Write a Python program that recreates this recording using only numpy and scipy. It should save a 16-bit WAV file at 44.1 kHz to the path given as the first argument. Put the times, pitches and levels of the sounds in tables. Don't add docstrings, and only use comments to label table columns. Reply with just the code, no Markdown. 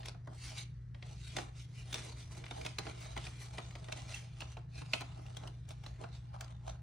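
import sys
import numpy as np
from scipy import signal
from scipy.fft import rfft, irfft, next_fast_len
from scipy.io import wavfile
from scipy.ndimage import uniform_filter1d, map_coordinates

SR = 44100
rng = np.random.default_rng(int(sys.argv[2]) if len(sys.argv) > 2 else 0)


def int16_out(signal):
    q = np.round(np.clip(np.atleast_2d(signal).T, -1, 1) * 32767)
    wavfile.write(sys.argv[1], SR, q.astype(np.int16))


N = 300762


def amp(db):
    return 10 ** (np.asarray(db) / 20)


def unit(x):
    return x / np.sqrt(np.mean(x ** 2) + 1e-20)


def along(points, hz):
    freqs, values = np.transpose(points)
    return np.interp(np.log(hz + 1), np.log(freqs + 1), values)


def wobble(rate_hz):
    knots = rng.standard_normal(int(N * rate_hz / SR) + 4)
    return map_coordinates(knots, [np.arange(N) * rate_hz / SR])


def filtered(x, response):
    n = x.shape[-1]
    padded = next_fast_len(n + 4096)
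    return irfft(rfft(x, padded) * response(np.fft.rfftfreq(padded, 1 / SR)), padded)[..., :n]


def colour(x, spectrum, peaks=()):
    def bumps_db(hz):
        return sum(db / (1 + (2 * (hz - centre) / width) ** 2) for centre, width, db in peaks)
    return unit(filtered(x, lambda hz: amp(along(spectrum, hz) + bumps_db(hz))))


def shimmer(x, depth_db):
    bands = signal.stft(x, nperseg=512)[2]
    drift = uniform_filter1d(rng.standard_normal(bands.shape), size=3, axis=0)
    drift = uniform_filter1d(drift, size=16, axis=1)
    gain = amp(depth_db * unit(drift))
    return signal.istft(bands * unit(gain), nperseg=512)[1][:len(x)]


# freq_hz, gain_db
RUMBLE_EQ = [(22, -25), (31, -12), (40, -9), (47, 0.5), (55, 9.5), (66, 11.5), (78, 0.5), (92, 5),
             (110, -5), (130, -2.5), (146, 7), (158, -5), (170, -0.5), (200, -19), (300, -77)]
# freq_hz, gain_db
AIR_EQ = [(100, 2.5), (230, 2.5), (400, -6), (750, -21), (1900, -12.5), (3000, -35), (6000, -32),
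          (10000, -39.5), (11500, -57.5), (16000, -72)]


def appliance_hum(hum_hz, hum_db, rumble_db, air_db):
    tone = np.sqrt(2) * np.sin(2 * np.pi * hum_hz * np.arange(N) / SR)
    drone = tone * amp(hum_db + 0.44 * wobble(rate_hz=3.14))
    rumble = amp(rumble_db) * colour(rng.standard_normal(N), RUMBLE_EQ)
    air = amp(air_db) * colour(rng.standard_normal(N), AIR_EQ)
    return drone + rumble + air


# time_s, hiss_db, rub_db
LIGHT_TOUCH = [(0, -66, -65), (0.23, -84.5, -80), (0.5, -64.5, -66.5), (0.76, -80, -100), (0.92, -84, -94),
               (1.04, -73, -75.5), (1.55, -88, -76.5), (2.0, -68.5, -68), (3.0, -69.5, -68.5),
               (4.15, -62, -60.5), (4.33, -71, -71.5), (4.53, -65.5, -61.5), (4.68, -82.5, -88),
               (5.03, -66, -62.5), (5.45, -67.5, -66.5), (5.61, -75.5, -76), (5.93, -69.5, -69),
               (6.8, -83.5, -77)]
# fastest_s, length_s, hiss_db, rub_db
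FINGER_STROKES = [(0.076, 0.068, -58.5, -55.5), (0.32, 0.066, -76, -58.5), (0.464, 0.15, -51.5, -83),
                  (0.53, 0.12, -63.5, -58), (0.59, 0.062, -49, -61.5), (1.099, 0.12, -61.5, -62.5),
                  (1.279, 0.19, -56, -89), (1.388, 0.11, -52, -53), (1.599, 0.094, -57, -99),
                  (1.787, 0.1, -57.5, -71), (1.961, 0.13, -50, -52.5), (2.07, 0.1, -54.5, -59),
                  (2.207, 0.073, -55, -60), (2.322, 0.027, -55, -53), (2.376, 0.079, -57, -55.5),
                  (2.572, 0.15, -57.5, -55.5), (2.669, 0.16, -57, -62), (2.877, 0.11, -56.5, -55),
                  (3.03, 0.11, -52.5, -58), (3.241, 0.22, -55.5, -58), (3.429, 0.082, -53.5, -62.5),
                  (3.551, 0.052, -58.5, -56), (3.621, 0.06, -66.5, -70), (3.99, 0.071, -56, -58),
                  (4.102, 0.06, -52, -53.5), (4.163, 0.12, -52.5, -68), (4.414, 0.073, -60.5, -62),
                  (4.782, 0.073, -53, -57), (4.931, 0.15, -59.5, -64.5), (5.195, 0.028, -67, -54.5),
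                  (5.446, 0.091, -64, -53), (5.714, 0.044, -59.5, -55.5), (5.878, 0.066, -61.5, -75),
                  (6.023, 0.053, -64.5, -52), (6.155, 0.059, -61.5, -65.5), (6.345, 0.036, -64, -53.5),
                  (6.434, 0.075, -65, -57), (6.506, 0.045, -67.5, -59.5), (6.698, 0.087, -61.5, -52)]


def hand_motion():
    t = np.arange(N) / SR
    touch_s, *touch_levels = np.transpose(LIGHT_TOUCH)
    power = amp([np.interp(t, touch_s, db) for db in touch_levels]) ** 2
    rise_share, roundness = 0.48, 1.29
    for fastest_s, length_s, hiss_db, rub_db in FINGER_STROKES:
        near = slice(*np.searchsorted(t, [fastest_s - 2 * length_s, fastest_s + 2 * length_s]))
        slope_s = length_s * np.where(t[near] < fastest_s, rise_share, 1 - rise_share)
        swell = np.exp(-(np.abs(t[near] - fastest_s) / slope_s) ** roundness)
        power[:, near] += (amp([[hiss_db], [rub_db]]) * swell) ** 2
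    settle_hiss_db, settle_rub_db, settle_s = -27.5, -15.5, 0.2
    for start_s, snap_db, _, knock_db, _ in BUCKLES:
        after = slice(*np.searchsorted(t, [start_s, start_s + settle_s]))
        fade = amp(-60 * (t[after] - start_s) / settle_s)
        power[:, after] += (amp([[snap_db + settle_hiss_db], [knock_db + settle_rub_db]]) * fade) ** 2
    return 10 * np.log10(power)


def crinkles(rate_hz, spread_db):
    pops = (rng.random(N) < rate_hz / SR) * amp(spread_db * np.minimum(rng.standard_normal(N), 1))
    t60_s = 0.017
    tick = amp(-60 * np.arange(SR // 20) / SR / t60_s)
    return signal.fftconvolve(pops, tick)[:N]


def friction(rate_hz, spread_db, grain_db):
    slips = (rng.random(N) < rate_hz / SR) * rng.choice([-1, 1], N)
    sizes = amp(spread_db * np.minimum(rng.standard_normal(N), 2))
    return rng.standard_normal(N) + amp(grain_db) * unit(slips * sizes)


# freq_hz, gain_db
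HISS_EQ = [(500, -65), (1200, -8.5), (2000, -3.5), (2600, -0.5), (4000, 1), (5500, -6.5), (7500, -19),
           (11000, -49)]
# freq_hz, gain_db
FIZZ_EQ = [(3500, -5.5), (6200, -1.5), (8000, -2), (10000, -3.5), (11300, -46), (15500, -25)]
# freq_hz, gain_db
RUB_EQ = [(250, -20.5), (450, -10.5), (600, -0.5), (850, -2), (1150, -2.5), (1700, -7.5), (3000, -71)]
# freq_hz, gain_db
THUD_EQ = [(100, -0.5), (200, -0.5), (300, 3), (480, -1.5), (700, -24), (1200, -69)]
# pitch_hz, width_hz, boost_db
POCKET_MODES = [(2040, 280, 5.6), (2360, 280, 5), (2830, 110, 3.3), (3600, 30, 2.6), (4400, 490, 2.1),
                (6160, 550, 6.8)]
# pitch_hz, width_hz, boost_db
BINDER_MODES = [(302, 180, 3), (429, 32, 5), (649, 46, 11), (803, 95, 8.5), (1036, 44, 7.5), (1320, 150, 5)]
# time_s, thud_gain_db
HAND_WEIGHT = [(0, -4), (2.0, 0.5), (4.2, -5), (4.6, -6.5), (5.5, -2.5), (6.0, -6), (6.8, -12)]


def sliding_notes(hiss_trim_db, fizz_trim_db, rub_trim_db, thud_trim_db, flutter_db):
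    hiss_db, rub_db = hand_motion()
    brisk_db, fizz_growth = -55, 1.23
    fizz_db = brisk_db + fizz_growth * (hiss_db - brisk_db)
    weight_db = np.interp(np.arange(N) / SR, *np.transpose(HAND_WEIGHT))
    grip_db = np.minimum(rub_db - hiss_db, 4)
    crease = amp(grip_db + 6.5) * crinkles(rate_hz=30, spread_db=3)
    paper = friction(rate_hz=200, spread_db=2.0, grain_db=-8) + crease * rng.standard_normal(N)
    plastic = friction(rate_hz=120, spread_db=2.5, grain_db=-4.5) + crease * rng.standard_normal(N)
    hiss = amp(hiss_db + hiss_trim_db) * colour(paper, HISS_EQ, POCKET_MODES)
    fizz = amp(fizz_db + fizz_trim_db) * colour(paper, FIZZ_EQ)
    rub = amp(rub_db + rub_trim_db) * colour(plastic, RUB_EQ, BINDER_MODES)
    thud = amp(rub_db + weight_db + thud_trim_db) * colour(rng.standard_normal(N), THUD_EQ, BINDER_MODES)
    flutter = amp(flutter_db * wobble(rate_hz=90))
    return flutter * (shimmer(hiss + fizz, depth_db=3) + shimmer(rub + thud, depth_db=2.5))


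def burst(spectrum, peaks, rise_s, t60_s):
    t = np.arange(SR // 6) / SR
    envelope = (1 - np.exp(-(t / rise_s) ** 2)) * amp(-60 * t / t60_s)
    envelope /= envelope.max()
    noise = colour(rng.standard_normal(len(t)), spectrum, peaks)
    return unit(envelope * noise) * np.sqrt(np.mean(envelope ** 2))


# freq_hz, gain_db
SNAP_EQ = [(500, -18), (1200, -5), (2100, 0.5), (4000, -2.5), (5500, -9), (8000, -33), (12000, -60.5)]
# freq_hz, gain_db
EDGE_EQ = [(3500, -12), (6000, 7.5), (8000, -1.5), (10000, -2.5), (12000, -29.5), (15500, -13.5)]
# start_s, snap_db, pitch_hz, knock_db, edge_db
BUCKLES = [(0.0315, -44, 1960, -76, -69), (0.0567, -37.5, 2110, -61, -47.5), (0.1452, -57, 1550, -57, -75),
           (0.273, -51, 1950, -49.5, -64), (0.9457, -47.5, 2000, -64, -76), (1.0252, -40, 2060, -60, -75),
           (1.366, -28, 2220, -42, -40), (1.384, -31, 1950, -41, -56), (1.9274, -31.5, 3570, -58, -42.5),
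           (1.942, -27.5, 3600, -49.5, -38.5), (2.4389, -40.5, 2240, -57.5, -83),
           (2.4636, -40.5, 1540, -71, -75), (2.51, -36, 2260, -47.5, -67.5), (2.6137, -39, 2260, -61, -54),
           (2.6492, -38, 3400, -50.5, -50.5), (2.6625, -29.5, 2400, -49, -44),
           (2.7849, -26.5, 4160, -42, -42), (2.867, -37.5, 1460, -45.5, -73), (3.1645, -38, 2060, -44, -56),
           (3.1754, -32.5, 2080, -50, -50), (3.2672, -35.5, 2300, -53.5, -70),
           (3.5812, -34, 1970, -43, -70), (3.7085, -46.5, 2160, -63, -62), (3.7529, -39.5, 2190, -52, -59),
           (3.8844, -42, 1900, -50, -64), (3.923, -30, 2640, -50.5, -43.5), (4.1455, -41, 2750, -67, -46),
           (4.4054, -35.5, 2640, -54, -48), (4.4178, -35.5, 2740, -49, -73),
           (4.569, -43.5, 2540, -47.5, -65), (4.816, -44, 2680, -53, -75), (4.9345, -18, 2600, -39, -52),
           (5.007, -40, 2500, -46.5, -47), (5.015, -39, 2670, -47.5, -55),
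           (5.2634, -47.5, 2780, -62.5, -66), (5.3681, -38, 3300, -56.5, -48),
           (5.4345, -48.5, 2900, -52, -72), (5.4736, -42.5, 3000, -54, -55), (5.6887, -52, 3280, -73, -52),
           (5.837, -48, 2030, -57, -62.5), (5.8623, -39.5, 3980, -53.5, -58), (6.0385, -43, 2600, -46, -65),
           (6.4081, -38, 1600, -57, -45), (6.6753, -47.5, 1520, -70, -80)]


def buckling_snaps(snap_trim_db, edge_trim_db, knock_trim_db, thud_trim_db):
    ring_db, ring_width_hz = 13, 330
    rise_s, snap_t60_s, knock_t60_s = 0.00259, 0.024, 0.083
    out = np.zeros(N + SR)
    for start_s, snap_db, pitch_hz, knock_db, edge_db in BUCKLES:
        sheet_modes = [(pitch_hz, ring_width_hz, ring_db),
                       (1.625 * pitch_hz, ring_width_hz, 0.49 * ring_db)]
        snap = amp(snap_db + snap_trim_db) * burst(SNAP_EQ, sheet_modes, rise_s, snap_t60_s)
        edge = amp(edge_db + edge_trim_db) * burst(EDGE_EQ, [], rise_s, snap_t60_s)
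        detune = np.exp(0.059 * rng.standard_normal())
        cover_modes = np.asarray(BINDER_MODES) * [detune, 1, 1]
        knock = amp(knock_db + knock_trim_db) * burst(RUB_EQ, cover_modes, rise_s, knock_t60_s)
        thud_db = knock_db + np.interp(start_s, *np.transpose(HAND_WEIGHT)) + thud_trim_db
        thud = amp(thud_db) * burst(THUD_EQ, cover_modes, 2 * rise_s, knock_t60_s)
        onset = round((start_s - rise_s / 2) * SR)
        out[onset:][:len(snap)] += snap + edge + knock + thud
    return out[:N]


# middle_s, length_s, pitch_hz, level_db
EDGE_SCRAPES = [(0.589, 0.057, 3880, -49.5), (0.606, 0.081, 6230, -59), (1.265, 0.12, 3800, -60.5),
                (3.042, 0.17, 2240, -63.5), (4.146, 0.02, 2680, -43), (4.186, 0.14, 2660, -67),
                (4.769, 0.11, 2540, -59)]


def edge_scrapes(width_hz):
    out = np.zeros(N + SR)
    for middle_s, length_s, pitch_hz, level_db in EDGE_SCRAPES:
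        swell = np.hanning(round(length_s * SR))
        chatter = rng.standard_normal(len(swell))
        ring = unit(filtered(chatter, lambda hz: 1 / (1 + (2 * (hz - pitch_hz) / width_hz) ** 2)))
        onset = round((middle_s - length_s / 2) * SR)
        out[onset:][:len(ring)] += amp(level_db) * swell * ring
    return out[:N]


# freq_hz, side_db
STEREO_WIDTH = [(60, -27.5), (170, -16), (350, -3), (700, 3.5), (1200, 1), (1700, -30), (2400, -7.5),
                (3200, -1.5), (4400, -5.5), (8000, 1.5), (10000, 8), (12000, 22.5)]


def widen(x, lag_s, shimmer_db):
    side = filtered(shimmer(x, shimmer_db),
                    lambda hz: amp(along(STEREO_WIDTH, hz)) * np.exp(-2j * np.pi * hz * lag_s))
    return np.array([x + side, x - side])


# freq_hz, t60_s
ROOM_DECAY = [(200, 0.39), (1000, 0.39), (4000, 0.25), (10000, 0.19)]


def room_reverb(x, build_s):
    hz, t, bands = signal.stft(rng.standard_normal((2, SR // 2)), SR, nperseg=256)
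    decay = amp(-60 * t / along(ROOM_DECAY, hz)[:, None])
    attack = 1 - np.exp(-t / build_s)
    tail = signal.istft(bands * decay * attack, SR, nperseg=256)[1]
    return signal.fftconvolve(x[None], tail / np.linalg.norm(tail[0]), axes=1)[:, :N]


def scene():
    hands = sliding_notes(hiss_trim_db=-3, fizz_trim_db=-7, rub_trim_db=-4, thud_trim_db=-3.5,
                          flutter_db=1.46)
    hands += edge_scrapes(width_hz=200)
    hands += buckling_snaps(snap_trim_db=-8, edge_trim_db=-4, knock_trim_db=-1, thud_trim_db=-3)
    hum = appliance_hum(hum_hz=120, hum_db=-50, rumble_db=-52, air_db=-68)
    close = widen(hands, lag_s=0.000895, shimmer_db=6.5)
    reverb = amp(-10) * room_reverb(hands, build_s=0.0028)
    return close + reverb + widen(hum, lag_s=0.0016, shimmer_db=2)


def record(dry):
    top_hz = 15800
    return filtered(dry, lambda hz: hz < top_hz)


dry = scene()
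out = record(dry)
int16_out(out)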